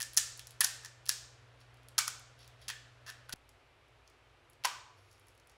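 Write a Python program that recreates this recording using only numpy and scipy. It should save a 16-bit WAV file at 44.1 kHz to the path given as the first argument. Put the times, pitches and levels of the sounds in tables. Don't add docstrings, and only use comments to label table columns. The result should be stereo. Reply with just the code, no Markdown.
import sys
import numpy as np
from scipy import signal
from scipy.fft import rfft, irfft, next_fast_len
from scipy.io import wavfile
from scipy.ndimage import uniform_filter1d

SR = 44100
rng = np.random.default_rng(int(sys.argv[2]) if len(sys.argv) > 2 else 0)


def rack_gain(trim_db):
    fader = np.asarray(trim_db, float)
    return 10 ** (fader / 20)


def unload_wav(signal):
    wavfile.write(
        sys.argv[1],
        SR,
        np.round(np.clip(np.atleast_2d(signal).T, -1, 1) * 32767).astype(np.int16),
    )


N = 245616
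CHANGE_S, FADE_S = 3.3375, 0.0024
SIZE, LEAD = 2048, 300
LONG = next_fast_len(N, True)
PATHS = 4


def pitches(size):
    return np.arange(size // 2 + 1) * SR / size


def shape(points, size):
    hz, db = np.transpose(points)
    gain_db = np.interp(np.log(pitches(size) + 1), np.log(hz), db, left=db[0] - 45, right=db[-1] - 41.5)
    return rack_gain(gain_db)


def resonance(centre_hz, sharpness, size):
    hz, centre = pitches(size) + 1, np.reshape(centre_hz, (-1, 1))
    return 1 / (1 + 1j * sharpness * (hz / centre - centre / hz))


def unit(x):
    return x / np.sqrt(np.mean(x ** 2))


def peak(x, db):
    loudest = uniform_filter1d(x ** 2, size=44, axis=-1).max(axis=-1, keepdims=True)
    return x * rack_gain(db)[:, None] / np.sqrt(loudest)


def lay(times, rows):
    out = np.zeros((2, PATHS, N + 2 * SIZE))
    for k, (s, row) in enumerate(zip(times, rows)):
        at = SIZE + int(s * SR) - LEAD
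        out[int(s > CHANGE_S), k % PATHS, at:at + SIZE] += row
    return out[..., SIZE:SIZE + N]


# (pitch [Hz], level [dB per Hz])
AIR_BEFORE = [(110, -41), (190, -20), (460, -3), (703, -2), (869, -5), (1430, -2), (2140, -7.5), (2420, -7),
              (5870, -19.5), (12100, -31.5), (13000, -42)]
AIR_AFTER = [(110, -49), (190, -35), (243, -19), (329, -14), (359, -10.5), (917, -9), (1070, -11),
             (1190, -8.5), (1860, -13), (2300, -12.5), (13000, -38.5)]
# (pitch [Hz], level [dB per Hz])
RUMBLE = [(20, -13.5), (32, -12), (48, 1), (80, 2.5), (140, -2), (165, -9.5), (195, -26)]
# (pitch [Hz], left-right correlation [-1 to 1])
AIR_LIKENESS = [(60, 0.94), (130, 0.75), (290, 0.67), (640, -0.19), (1410, -0.39), (3100, 0.21),
                (6820, -0.3), (15000, 0.45)]
# (pitch [Hz], width [Hz], level [dB])
HUM_BEFORE = [(58.95, 2.5, -68), (100, 4, -74), (260.1, 9, -81.5)]
HUM_AFTER = [(55.8, 1.2, -77), (99.3, 2.75, -77), (119.2, 14, -74), (256.4, 8.4, -83.5)]


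def air(spectrum, db, rumble_db, hums):
    hz = pitches(LONG)
    like_hz, like = np.transpose(AIR_LIKENESS)
    like = np.clip(np.interp(np.log(hz + 1), np.log(like_hz), like), -.95, .98)
    layers = [(shape(spectrum, LONG), db), (shape(RUMBLE, LONG), rumble_db)]
    for centre_hz, width_hz, hum_db in hums:
        layers.append((1 / (1 + (2 * (hz - centre_hz) / width_hz) ** 2), hum_db))
    power = sum(gain ** 2 / np.sum(gain ** 2) * rack_gain(2 * level_db) for gain, level_db in layers)
    mid, side = rfft(rng.standard_normal((2, LONG))) * np.sqrt(power * LONG / 2)
    common, opposed = np.sqrt(1 + like) * mid, np.sqrt(1 - like) * side
    left, right = rack_gain(-3.3) * (common + opposed), rack_gain(-2.7) * (common - opposed)
    return irfft(np.array([left, right]), LONG)[:, :N]


# (pitch [Hz], level [dB], time to fade by 60 dB [s])
ROOM = [(500, 6.5, .55), (1020, 3, 0.72), (1650, 2, .55), (2530, 1.5, 0.54), (4260, -2, 0.61),
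        (7300, 0.5, 0.51), (10110, -3.5, 0.33), (14400, -7.5, 0.33)]
# (delay [ms], level over the tail [dB], spread [ms])
WALLS = [
    (.4, 16.5, 2.5),
    (7.7, 11, 1.2),
    (19, -5.5, 8.6),
]
# (left delay [ms], right delay [ms], level [dB])
COUNTER = [(.9, 1.1, -11), (2.6, 2.2, -17)]


def kitchen():
    size = 32768
    t, out = np.arange(size) / SR, np.zeros((PATHS, 2, size))
    ms = t * 1000
    hz = np.array(ROOM)[:, 0]
    noise = rfft(rng.standard_normal((PATHS, 2, size)))
    scattered = sum(rack_gain(db) * (ms > at) * np.exp(-np.abs(ms - at) / spread) for at, db, spread in WALLS)
    filling = np.clip(ms / 14, 0, 1)
    for k, (_, db, t60) in enumerate(ROOM):
        share = np.interp(np.log(pitches(size) + 1), np.log(hz), np.arange(len(hz)) == k)
        fade = rack_gain(-60 * t / t60) + rack_gain(-4.5) * rack_gain(-60 * t / 0.027)
        out += rack_gain(db - 36.5) * irfft(noise * share, size) * (filling * fade + scattered)
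    for left_ms, right_ms, db in COUNTER:
        out[:, [0, 1], [int(left_ms * SR / 1000), int(right_ms * SR / 1000)]] += rack_gain(db)
    out[:, 0, 0] += 1
    out[:, 1, 8] += 1
    return rfft(out, LONG)


# (pitch [Hz], left minus right [dB])
LEFT_PORT = [(400, 3.5), (800, 5.5), (2400, 1.5), (5500, 4), (8000, 0.5), (15000, -2.5)]


def heard(source, room):
    tilt = np.sqrt(shape([(1, 0.0078)] + LEFT_PORT + [(SR, 0)], LONG))
    ports = np.sum(rfft(source, LONG)[:, None] * room, axis=0)
    return irfft(ports * np.array([tilt, 1 / tilt]), LONG)[:, :N]


def burst(count, length_ms):
    knots = rng.standard_normal((count, 24))
    steps = np.linspace(0, 23, SIZE // 2 + 1)
    lateness = np.array([np.interp(steps, np.arange(24), row) for row in knots])
    delay = LEAD + lateness * length_ms * SR / 1000
    return np.exp(-2j * np.pi * np.cumsum(delay, axis=1) / SIZE)


# (pitch [Hz], level [dB])
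SPLINTER = [(6500, -10), (8000, -3), (10800, 2.5), (12400, -3.5), (14000, -15.5), (16000, -9.5)]


def snapped(push, snap_hz, snap_db, splinter_db):
    snap = irfft(push * np.abs(resonance(snap_hz, 1.16, SIZE)) ** 2, SIZE)
    splinter = irfft(push * shape(SPLINTER, SIZE), SIZE)
    return peak(snap, snap_db) + peak(splinter, splinter_db)


# (fullest at [s], level [dB], fading [dB per s], main pitch [Hz], brightness [dB])
RUBS = [
    (1.612, -55.5, 348, 4500, -9),
    (2.405, -48, 160.5, 3600, -9),
    (2.624, -48, 276, 3600, -8),
    (3.072, -69.5, 200, 4110, -10),
    (3.098, -49, 700, 4130, 1.5),
    (4.074, -67.5, 169.5, 5000, -8.5),
    (4.98, -64, 57.5, 5000, -2),
    (5.11, -63, 120, 5000, -3),
    (5.288, -69.5, 291.5, 5000, 5),
    (5.502, -61.5, 243, 5000, -15),
]


def rubs():
    slips = rfft(rng.standard_normal(LONG) * rack_gain(1.2 * rng.exponential(size=LONG)))
    bright = unit(irfft(slips * shape(SPLINTER, LONG), LONG)[:N])
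    t, out = np.arange(N) / SR, np.zeros((2, PATHS, N))
    for s, db, fade_db, hz, bright_db in RUBS:
        dull = unit(irfft(slips * resonance(hz, 1.2, LONG)[0] ** 2, LONG)[:N])
        swell_db = np.minimum(650 * (t - s), fade_db * (s - t))
        out[int(s > CHANGE_S), 0] += rack_gain(db - 8.5 + swell_db) * (dull + rack_gain(bright_db) * bright)
    return out


# (time [s], snap level [dB], splinter level [dB])
BLADE_TICKS = [(0.1342, -39, -40.5), (0.1447, -41, -42.5), (0.3758, -52, -41), (0.508, -43, -43),
               (0.5202, -47, -59.5), (1.0572, -42, -45.5), (1.0637, -32.5, -43.5), (1.605, -56.5, -60),
               (1.6141, -49, -71), (1.7428, -58, -59.5), (1.7718, -58.5, -65), (1.8326, -55.5, -64),
               (1.8857, -42.5, -45), (2.3912, -52, -58), (2.4307, -47, -78), (2.196, -62.5, -47.5),
               (2.446, -46, -68), (2.6172, -49.5, -56)]
# (time [s], snap level [dB], splinter level [dB])
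FINGER_TICKS = [(3.36, -56, -57), (3.492, -49, -52.5), (3.884, -63, -71), (4.077, -46.5, -71),
                (4.1002, -56, -61), (4.4997, -69, -50), (4.5332, -55, -60), (5.1144, -52.5, -63),
                (5.1294, -59, -57), (5.1812, -60, -71.5), (5.197, -67.5, -54.5), (5.27, -66.5, -58),
                (5.284, -51.5, -54), (5.3512, -67.5, -63), (5.3779, -56.5, -61), (5.3992, -53, -65.5),
                (5.4727, -57, -53.5), (5.4972, -49.5, -58), (5.5174, -61, -63.5)]


def ticks():
    s, snap_db, splinter_db = np.transpose(BLADE_TICKS + FINGER_TICKS)
    snap_hz = np.where(s < CHANGE_S, 3800, 4800)
    return lay(s, snapped(burst(len(s), .25), snap_hz, snap_db - 4.0, splinter_db - 0.3))


# (time [s], ring level [dB], ring pitch [Hz])
KNOCKS = [(0.1757, -29.5, 1356), (0.6149, -17.5, 1803), (0.636, -29, 1580), (0.647, -37.5, 804),
          (0.648, -26.5, 1548), (0.835, -41.5, 1670), (2.0793, -34.5, 1390), (2.4777, -41.5, 3600),
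          (2.432, -54, 3870), (2.626, -56, 3620), (3.0653, -44, 1595), (3.0864, -36.5, 1780),
          (1.9862, -26.5, 1227), (1.9917, -15.5, 2290), (2.7015, -25.5, 1753), (3.0796, -34.5, 1620),
          (3.2942, -32, 1495), (4.6476, -29.5, 2010), (4.6493, -22, 1490), (4.6514, -33.5, 780),
          (4.6575, -32, 1230), (4.6532, -21, 988), (4.648, -24, 996)]


def knocks():
    s, ring_db, ring_hz = np.transpose(KNOCKS)
    silent_db = np.full(len(s), -200)
    return s, silent_db, silent_db, ring_hz, ring_db, ring_hz


# (time [s], snap level [dB], splinter level [dB], snap pitch [Hz], hollow ring level [dB])
LONE = [(0.0031, -31, -22.5, 2900, -31), (0.0106, -30, -27.5, 5800, -26.5), (0.0193, -25, -25.5, 5200, -46),
        (0.0287, -24.5, -28.5, 6500, -32), (0.1675, -26, -23, 7600, -48), (0.3944, -33.5, -32, 3700, -49),
        (0.4712, -39, -36, 5400, -61), (0.8483, -33, -53, 6600, -34.5), (0.8597, -36.5, -55, 5700, -38),
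        (1.0757, -39, -42.5, 4900, -44), (1.0876, -30.5, -32, 7800, -48), (4.6438, -31.5, -49, 3450, -48),
        (3.3023, -77, -77, 2400, -43), (4.6386, -32.5, -41, 3230, -53.5)]


def lone_fractures():
    s, snap_db, splinter_db, snap_hz, ring_db = np.transpose(LONE)
    return s, snap_db, splinter_db, snap_hz, ring_db, np.full(len(s), 1782)


# (time [s], snap level [dB], splinter level [dB], snap pitch [Hz])
SNAPS = [(0.1737, -7.5, -37.5, 6840), (0.1782, -13.5, -23.5, 4870), (0.1813, -25.5, -10, 5430),
         (0.607, -39.5, -4, 5100), (0.6087, -19, -25, 4530), (0.6112, -21.5, -11.5, 5800),
         (0.6149, -24, -26.5, 3240), (0.6443, -28, -9.5, 5680), (0.6458, -14, -25, 5500),
         (0.648, -41, -41, 5500), (1.0921, -22, -19, 8600), (1.0929, -13, -17.5, 5270),
         (1.9816, -15.5, -16.5, 4400), (1.9837, -19.5, -25, 4300), (1.9862, -18, -33, 4900),
         (1.9887, -11.5, -35, 7000), (2.0793, -22, -24, 5870), (2.682, -29.5, -35, 3630),
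         (2.6852, -29.5, -34, 6400), (2.6909, -27, -33, 3160), (2.7015, -33, -40, 3440),
         (3.0938, -41, -41, 4500), (3.101, -39, -35, 4400), (3.2942, -66.5, -33, 2760),
         (3.329, -35, -25, 4210), (3.3354, -37.5, -45, 4000), (4.6476, -20.5, -46, 2780),
         (4.6532, -17, -23, 5100)]


def loud_snaps():
    s, snap_db, splinter_db, snap_hz = np.transpose(SNAPS)
    start, _, crunch_db, hollow_db, hollow_hz = np.transpose(CUTS)
    cut = np.searchsorted(start - .003, s) - 1
    over_db = np.maximum(snap_db, splinter_db) - crunch_db[cut]
    return s, snap_db, splinter_db, snap_hz, hollow_db[cut] + 0.43 * over_db, hollow_hz[cut]


# (start [s], length [s], crunch level [dB], hollow ring level [dB], ring pitch [Hz])
CUTS = [(0.1684, 0.01092, -36.5, -36.5, 1784), (0.6085, 0.012, -31.5, -30.5, 1820),
        (0.6396, .005, -31, -38, 1610), (1.0912, 0.0044, -38.5, -34.5, 1720),
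        (1.9801, 0.0091, -29.5, -32.5, 1510), (2.0755, 0.0043, -36, -36, 1400),
        (2.6828, 0.029, -39.5, -45, 1710), (3.0644, 0.047, -51, -41.5, 1743),
        (3.2884, 0.0047, -56, -50.5, 1590), (3.3253, 0.0076, -36, -37.5, 1740),
        (4.647, 0.01, -31, -29, 1022)]


def crunches():
    slots, gap_s = 15, .0027
    start, length, crunch_db, hollow_db, hollow_hz = np.array(CUTS).T[..., None]
    gap, size, fine, knock, tune = rng.standard_normal((5, len(CUTS), slots))
    slot = np.arange(slots)
    since = gap_s * (slot + .25 * gap * (slot > 0))
    stop_db = -15.5 * np.maximum(since - length, 0) * 1000
    s = (start + since).ravel()
    snap_db = crunch_db + stop_db + 2.5 * size
    splinter_db = crunch_db + stop_db - 3 + 2.5 * fine
    ring_db = hollow_db + stop_db - 0.5 * knock
    ring_hz = hollow_hz * (1 + .06 * tune)
    loud_s, _, _, loud_hz = np.transpose(SNAPS)
    snap_hz = np.interp(s, loud_s, loud_hz)
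    return s, snap_db.ravel(), splinter_db.ravel(), snap_hz, ring_db.ravel(), ring_hz.ravel()


# (pitch [Hz], level [dB])
SMALL_BODY = [(120, -29.5), (250, -16.5), (450, -13), (750, -3.5), (1300, -3), (20000, 2.5)]


def cracks():
    kinds = [crunches(), loud_snaps(), lone_fractures(), knocks()]
    s, snap_db, splinter_db, snap_hz, ring_db, ring_hz = [np.concatenate(column) for column in zip(*kinds)]
    push = burst(len(s), .38)
    sharpness = 19 * (ring_hz[:, None] / 1750) ** 1.6
    cavity = resonance(ring_hz, sharpness, SIZE)
    wall = rack_gain(-18.5) * resonance(1.6 * ring_hz, 0.57, SIZE) ** 2
    ring = peak(irfft(push * (cavity + wall) * shape(SMALL_BODY, SIZE), SIZE), ring_db - 4.5)
    return lay(s, snapped(push, snap_hz, snap_db - .4, splinter_db - 6.5) + ring)


def scene():
    t, room = np.arange(N) / SR, kitchen()
    early, later = cracks() + ticks() + rubs()
    late = np.clip((t - CHANGE_S) / FADE_S, 0, 1)
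    thud = rack_gain(-34.0) * np.clip((t - CHANGE_S) / 0.00013, 0, 1)
    motor = rack_gain(-59) * np.sin(2 * np.pi * 120.1 * t)
    before = heard(early, room) + air(AIR_BEFORE, -58, -70.0, HUM_BEFORE) + motor + thud
    after = heard(later, room) + air(AIR_AFTER, -60, -71.5, HUM_AFTER)
    return (1 - late) * before + late * after


def roll_off(x):
    return signal.sosfilt(signal.butter(12, 16850, fs=SR, output="sos"), x)


# (pitch [Hz], level [dB])
COLOUR = [(10, 0), (12500, -4.5), (13300, -11.5), (13900, 3.5), (15600, -1.5), (16100, -18.5),
          (16800, -46.5)]


def record(dry):
    coloured = irfft(rfft(dry, LONG) * shape(COLOUR, LONG), LONG)[:, :N]
    return roll_off(coloured)


dry = scene()
out = record(dry)
unload_wav(out)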